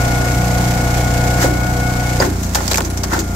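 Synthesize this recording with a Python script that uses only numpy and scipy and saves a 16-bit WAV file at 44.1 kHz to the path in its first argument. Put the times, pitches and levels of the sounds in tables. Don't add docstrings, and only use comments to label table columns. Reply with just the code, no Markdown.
import sys
import numpy as np
from scipy import signal
from scipy.fft import rfft, irfft, next_fast_len
from scipy.io import wavfile
from scipy.ndimage import map_coordinates

SR = 44100
rng = np.random.default_rng(int(sys.argv[2]) if len(sys.argv) > 2 else 0)


def digitize_waveform(pressure):
    field = np.atleast_2d(pressure).T
    bounded = np.clip(field, -1, 1)
    quanta = np.round(bounded * 32767).astype(np.int16)
    wavfile.write(sys.argv[1], SR, quanta)


N = 147735
T = np.arange(N) / SR

# t/s, firing rate f/Hz
SPEED = [(0.0, 29.98), (0.45, 30.19), (1.0, 30.2), (1.4, 30.27), (1.75, 30.39), (2.15, 30.37), (2.4, 29.49),
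         (2.7, 29.34), (2.95, 29.86), (3.35, 29.31)]


def shaft():
    return np.cumsum(curve(SPEED)) / SR


MUFFLER_HZ, MUFFLER_WIDTH_HZ = 72, 150
EXHAUST_TURN, HISS_TURN = 0, 0.53


def exhaust(turns, orders, flutter):
    k, db = np.transpose(orders)
    grid = np.arange(257)
    hz = grid * np.mean(curve(SPEED))
    pole = MUFFLER_HZ ** 2 - hz ** 2 + 1j * hz * MUFFLER_WIDTH_HZ
    silencer = np.conj(pole) / pole
    shape = causal(amp(np.interp(grid, k, db))) * silencer
    tone = 0
    for i in range(1, len(k) + 1):
        unsteady = 1 + flutter * np.sqrt(i) * (wobble(9) + 1j * wobble(9))
        tone = tone + np.real(shape[i] * unsteady * np.exp(2j * np.pi * i * (turns - EXHAUST_TURN)))
    return unit(tone)


# multiple of the firing rate, relative level/dB
FREE_ORDERS = [(1, -11.5), (2, 1), (3, -7.5), (4, 2.5), (5, -13.5), (6, -4.5), (7, -24), (8, -11.5),
               (9, -11.5), (10, -10), (11, -27.5), (12, -26.5), (13, -19)]
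LOADED_ORDERS = [(1, -18), (2, 1), (3, 0), (4, -8), (5, -16.5), (6, -6), (7, -9.5), (8, -12), (9, -14),
                 (10, -13.5), (11, -23), (12, -20), (13, -15.5)]
# t/s, level/dB
EXHAUST_DB = [(0, -16.5), (1.35, -15.5), (1.55, -17), (2.15, -17), (2.35, -19.5), (2.8, -21), (3.35, -20)]
# t/s, level/dB
DRONE_DB = [(0, -22), (1.4, -23), (2.2, -25.5), (2.4, -28.5), (3.35, -29.5)]
# f/Hz, relative level/dB
DRONE = [(15, -12), (28, -2), (42, 5), (80, 1.5), (200, -0.5), (350, -3), (440, -11), (560, -7.5),
         (850, -6.5), (1100, -9.5), (1500, -12), (1900, -19), (2800, -30.5)]
# t/s, level/dB
HISS_DB = [(0, -26.5), (1.3, -26), (1.6, -30), (2.2, -27.5), (2.35, -32), (2.9, -33.5), (3.35, -33)]
# f/Hz, relative level/dB
HISS = [(900, -32), (1300, -10), (1750, -8), (1950, -9), (2200, -6), (2700, -11.5), (3800, -13),
        (5000, -11), (7400, -9.5), (9500, -21), (11500, -17.5), (13200, -16.5), (15700, -29)]
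# f/Hz, left-right level/dB
LEAN = [(200, -1.4), (700, 0.7), (1500, 0.71), (2500, 1), (5000, -3.8), (8000, -3.1), (14000, -0.27)]
LOAD_S, LOAD_RISE_S = 2.19, 0.147
LOAD_DULL_HZ, LOAD_DULL_DB = 2540, -3.5


def engine(turns):
    load = np.clip((T - LOAD_S) / LOAD_RISE_S, 0, 1)
    free_pipe = exhaust(turns, FREE_ORDERS, flutter=0.038)
    loaded_pipe = exhaust(turns, LOADED_ORDERS, flutter=0.058)
    pipe = (1 - load) * free_pipe + load * loaded_pipe

    swell = lambda place, depth_db: amp(depth_db * np.cos(2 * np.pi * (turns - place)))
    rumble = rng.standard_normal((2, N)) * swell(EXHAUST_TURN, depth_db=0.4)
    drone = unit(spread(coloured(rumble, DRONE)))
    puffs = grit(grain_db=1.5, rate=700) * swell(HISS_TURN, depth_db=2.5)
    hiss = unit(spread(coloured(puffs, HISS)))
    dip = lambda hz: amp(LOAD_DULL_DB * np.exp(-np.log2((hz + 1) / LOAD_DULL_HZ) ** 2))
    dull = filtered(hiss, dip)
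    hiss_gain = amp(curve(HISS_DB) + 0.72 * wobble(14))
    rough = amp(curve(DRONE_DB)) * drone + hiss_gain * ((1 - load) * hiss + load * dull)
    return amp(curve(EXHAUST_DB)) * pipe + filtered(rough, lambda hz: pan(along(LEAN, hz)))


# t/s, level/dB
CASING_DB = [(0, -29), (.7, -28), (1.35, -26.5), (1.6, -31.5), (2.15, -30), (2.35, -39.5), (3.35, -42)]
# multiple of the firing rate, relative level/dB
CASING = [(16, -4.5), (17, -10), (18, -9), (21, -8), (22, -11), (23, -2.5), (25, -7), (27, -7.5), (28, -14),
          (29, -13.5), (36, -15)]


def casing(turns):
    ring = sum(amp(db) * partial(turns, order, flutter_db=2.0, drift=0.42) for order, db in CASING)
    return amp(curve(CASING_DB)) * pan(db=3.5) * ring


# t/s, level/dB
WHINE_DB = [(0, -27.5), (.3, -28.5), (.5, -30), (.9, -30.5), (1.2, -29), (1.55, -28), (2, -29),
            (2.2, -32.5), (2.4, -48.5), (3.35, -39.5)]
# multiple of the firing rate (rounded when played), relative level/dB,
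# left-right level/dB, flutter level/dB
WHINE = [(24, 0, 2.5, 1.75), (48, -2, 11.5, 1.15), (71.5, -11.5, 13.5, 3.5)]
FLOW_ORDER, FLOW_DB, FLOW_WIDTH_HZ = 73, -9.5, 110


def pump(turns):
    teeth = 0
    for order, db, lean_db, flutter_db in WHINE:
        teeth = teeth + amp(db) * pan(lean_db) * partial(turns, order, flutter_db, drift=0.76)
    flow = amp(FLOW_DB) * band(FLOW_ORDER * np.mean(curve(SPEED)), FLOW_WIDTH_HZ)
    return amp(curve(WHINE_DB)) * (teeth + flow)


# f/Hz, width f/Hz, relative level/dB
BODY = [(363, 49, -0.5), (543, 76, 3), (700, 83, -1.5), (848, 105, 1), (1073, 81, -2), (1415, 127, -1),
        (1610, 68, -3.5), (1776, 110, -3.5), (2100, 67, -9.5)]
FOCUS_OCTAVES = 1.13


def bed(f, focus_hz):
    h = 0
    for k, (centre, width, db) in enumerate(BODY):
        focus = np.exp(-(np.log2(centre / focus_hz) / FOCUS_OCTAVES) ** 2)
        resonance = 1j * f * width / (centre * centre - f * f + 1j * f * width)
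        h = h + (-1) ** k * amp(db) * focus * resonance
    return h / np.sqrt(np.mean(abs(h) ** 2))


# t/s, thud level/dB, grinding level/dB, strongest f/Hz, boom level/dB, scrape level/dB,
# rise time constant t/s, decay t/s to -60 dB (its sign is ignored)
KNOCKS = [(1.428, 7, -18.5, 2100, -27, -16.5, 0.0257, 0.2), (1.446, 13, -14.5, 493, -18, -29, 0.0086, 0.13),
          (2.202, 14.5, -14, 610, -25, -29, 0.0022, 0.1), (2.224, 9, -10, 1240, -24, -24, 0.01, 0.05),
          (2.25, 4, -19, 900, -21.5, -23, 0.011, .13), (2.554, 5.5, -18.5, 910, -32.5, -31, 0.0034, 0.43),
          (2.714, 2, -23, 700, -31, -35, 0.011, -0.3), (2.781, 7, -18, 950, -30, -34, .003, 0.11),
          (2.809, 8.5, -17, 860, -22.5, -39, 0.0026, 0.02), (3.038, 3, -26, 930, -32, -43, .002, 0.14),
          (3.135, 7, -14, 1230, -24, -21.5, 0.0169, 0.17), (3.169, -4, -24, 990, -25, -31.5, 0.012, .16)]
# f/Hz, relative level/dB
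BOOM = [(120, -22.5), (210, -6), (310, 5), (380, 2.5), (480, -22.5), (900, -52)]
BOOM_DECAY_S = .42


def knocks():
    grind, body, boom, scrape = grit(grain_db=3.5, rate=660), 0, 0, 0
    for s, thud_db, grind_db, focus_hz, boom_db, scrape_db, rise, decay in KNOCKS:
        blow = burst(s, rise, decay)
        thud = amp(thud_db) * (np.arange(N) == round(s * SR))
        strike = amp(grind_db) * blow * grind + np.array([thud, 0 * thud])
        body = body + filtered(strike, lambda f: bed(f, focus_hz))
        boom = boom + amp(boom_db) * burst(s, rise, BOOM_DECAY_S)
        scrape = scrape + amp(scrape_db) * blow
    frame = coloured(boom * grit(grain_db=2.5, rate=220), BOOM)
    surfaces = coloured(scrape * grit(grain_db=2.0, rate=900), FIBRE)
    return spread(body + frame + surfaces)


BITE_S = 2.2005
# f/Hz, level/dB, decay t/s to -60 dB
WEDGE = [(4890, -6, 0.038), (6660, -20, 0.091), (7300, -29, .06)]


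def wedge():
    t = np.maximum(T - BITE_S, 0)
    ping = 0
    for hz, db, t60 in WEDGE:
        ping = ping + amp(db - 60 * t / t60) * np.sin(2 * np.pi * hz * t + .5 * wobble(500))
    return pan(db=-4) * ping * (1 - np.exp(-t / 0.00075))


# t/s, level/dB, decay t/s to -60 dB (its sign is ignored), splinter's ring f/Hz,
# left-right level/dB
CRACKS = [(2.43, -26, 0.19, 6500, 10), (2.536, -29, .04, 5200, 0), (2.548, -8.5, 0.0548, 5200, -1.5),
          (2.5532, -12, 0.05, 6500, 2), (2.679, -9.5, .035, 5000, -1.5), (2.703, -22, -0.18, 6000, 4),
          (2.7126, -11.5, -0.0743, 4270, -3), (2.717, -26, .018, 5000, 6), (2.7337, -9.5, 0.0045, 6300, -5),
          (2.7436, -9, 0.04, 2250, -5), (2.757, -12, 0.04, 7600, -4), (2.773, -6.5, .028, 6300, 2),
          (2.7814, -12, 0.04, 5500, -4), (2.8066, -6.5, -0.0042, 7000, 3), (2.8205, -19, .012, 4500, -1),
          (2.8486, -20.5, -0.1, 6300, -4), (2.901, -25.5, 0.1, 10500, 0), (2.974, -19, 0.08, 5800, 0),
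          (3.035, -13, 0.0654, 5300, -1), (3.191, -14.5, 0.1, 6500, 0)]
# f/Hz, relative level/dB
FIBRE = [(300, -10), (900, -1.5), (2000, -4), (3200, -7), (5000, -2), (7300, 0), (9500, -13), (12500, -8),
         (16000, -14)]
# t/s, level/dB
TEARING_DB = [(2.2, -43), (2.3, -43), (2.52, -34), (2.57, -28), (2.64, -28.5), (2.7, -25.5), (2.76, -38),
              (2.82, -34), (2.88, -49), (3.35, -42)]
SPLINTER_DB, SPLINTER_WIDTH_HZ, SNAP_DB = -6, 1200, -3


def splitting():
    snap = amp(SNAP_DB) * spread(coloured(grit(grain_db=4.0, rate=1800), FIBRE))
    blur = np.array([wobble(SPLINTER_WIDTH_HZ) + 1j * wobble(SPLINTER_WIDTH_HZ) for _ in range(2)])
    cracks = 0
    for s, db, decay, hz, lean_db in CRACKS:
        splinter = amp(SPLINTER_DB) * np.real(blur * np.exp(2j * np.pi * hz * T))
        envelope = burst(s, rise_s=0.00028, decay_s=decay)
        cracks = cracks + amp(db) * pan(lean_db) * envelope * (snap + splinter)
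    tearing = amp(curve(TEARING_DB)) * (T > BITE_S) * grit(grain_db=3.5, rate=640)
    return cracks + pan(db=-4) * spread(coloured(tearing, FIBRE))


# f/Hz, decay t/s to -60 dB
YARD = [(200, 0.34), (2000, 0.17), (10000, 0.086)]
YARD_DB = -22


def yard(x):
    hz, t, z = signal.stft(rng.standard_normal((2, SR // 2)), SR, nperseg=256)
    fading = z * amp(-60 * t / along(YARD, hz)[:, None])
    tail = signal.istft(fading, SR, nperseg=256)[1]
    return signal.fftconvolve(x, tail / np.linalg.norm(tail[0]), axes=1)[:, :N]


def partial(turns, order, flutter_db, drift):
    phase = drift * np.array([wobble(14), wobble(14)]) + rng.uniform(0, 2 * np.pi)
    return unit(amp(flutter_db * wobble(18)) * np.sin(2 * np.pi * round(order) * turns + phase))


def band(hz, width_hz):
    carrier = np.exp(2j * np.pi * hz * T)
    return np.array([np.real((wobble(width_hz) + 1j * wobble(width_hz)) * carrier) for _ in range(2)])


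def grit(grain_db, rate):
    return unit(rng.standard_normal((2, N)) * amp(grain_db * np.clip(wobble(rate), -2, 2)))


def burst(s, rise_s, decay_s):
    swell = np.exp(np.minimum(T - s, 0) / abs(rise_s))
    return swell * amp(-60 * np.maximum(T - s, 0) / abs(decay_s))


# f/Hz, correlation (-1 to 1)
ALIKE = [(100, .95), (250, 0.66), (500, .6), (1000, -0.17), (2500, 0.07), (12000, 0)]


def spread(pair):
    turn = lambda hz: np.arccos(np.clip(along(ALIKE, hz), -1, 1)) / 2
    mid, side = filtered(pair, lambda hz: np.array([np.cos(turn(hz)), np.sin(turn(hz))]))
    return np.array([mid + side, mid - side])


def pan(db):
    return amp(np.array([[.5], [-.5]]) * db)


def coloured(x, spectrum):
    return filtered(x, lambda hz: causal(unit(amp(along(spectrum, hz)))))


def causal(gain):
    c = irfft(np.log(np.maximum(gain, 1e-6)))
    half = len(c) // 2
    c[1:half] *= 2
    c[half + 1:] = 0
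    return np.exp(rfft(c))


def filtered(x, response):
    m = next_fast_len(N + SR // 2)
    return irfft(rfft(x, m) * response(np.fft.rfftfreq(m, 1 / SR)), m)[..., :N]


def wobble(rate):
    return map_coordinates(rng.standard_normal(int(N * rate / SR) + 4), [T * rate])


def curve(points):
    return np.interp(T, *np.transpose(points))


def along(points, hz):
    f, v = np.transpose(points)
    return np.interp(np.log(hz + 1), np.log(f + 1), v)


def amp(db):
    return 10 ** (np.asarray(db) / 20)


def unit(x):
    return x / np.sqrt(np.mean(x ** 2) + 1e-20)


def scene():
    turns = shaft()
    log = knocks() + wedge() + splitting()
    return engine(turns) + casing(turns) + pump(turns) + log + amp(YARD_DB) * yard(log)


TOP_HZ = 15750


def record(dry):
    held = dry / (1 + np.abs(dry) ** 6) ** (1 / 6)
    return filtered(held, lambda hz: hz < TOP_HZ)


dry = scene()
out = record(dry)
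digitize_waveform(out)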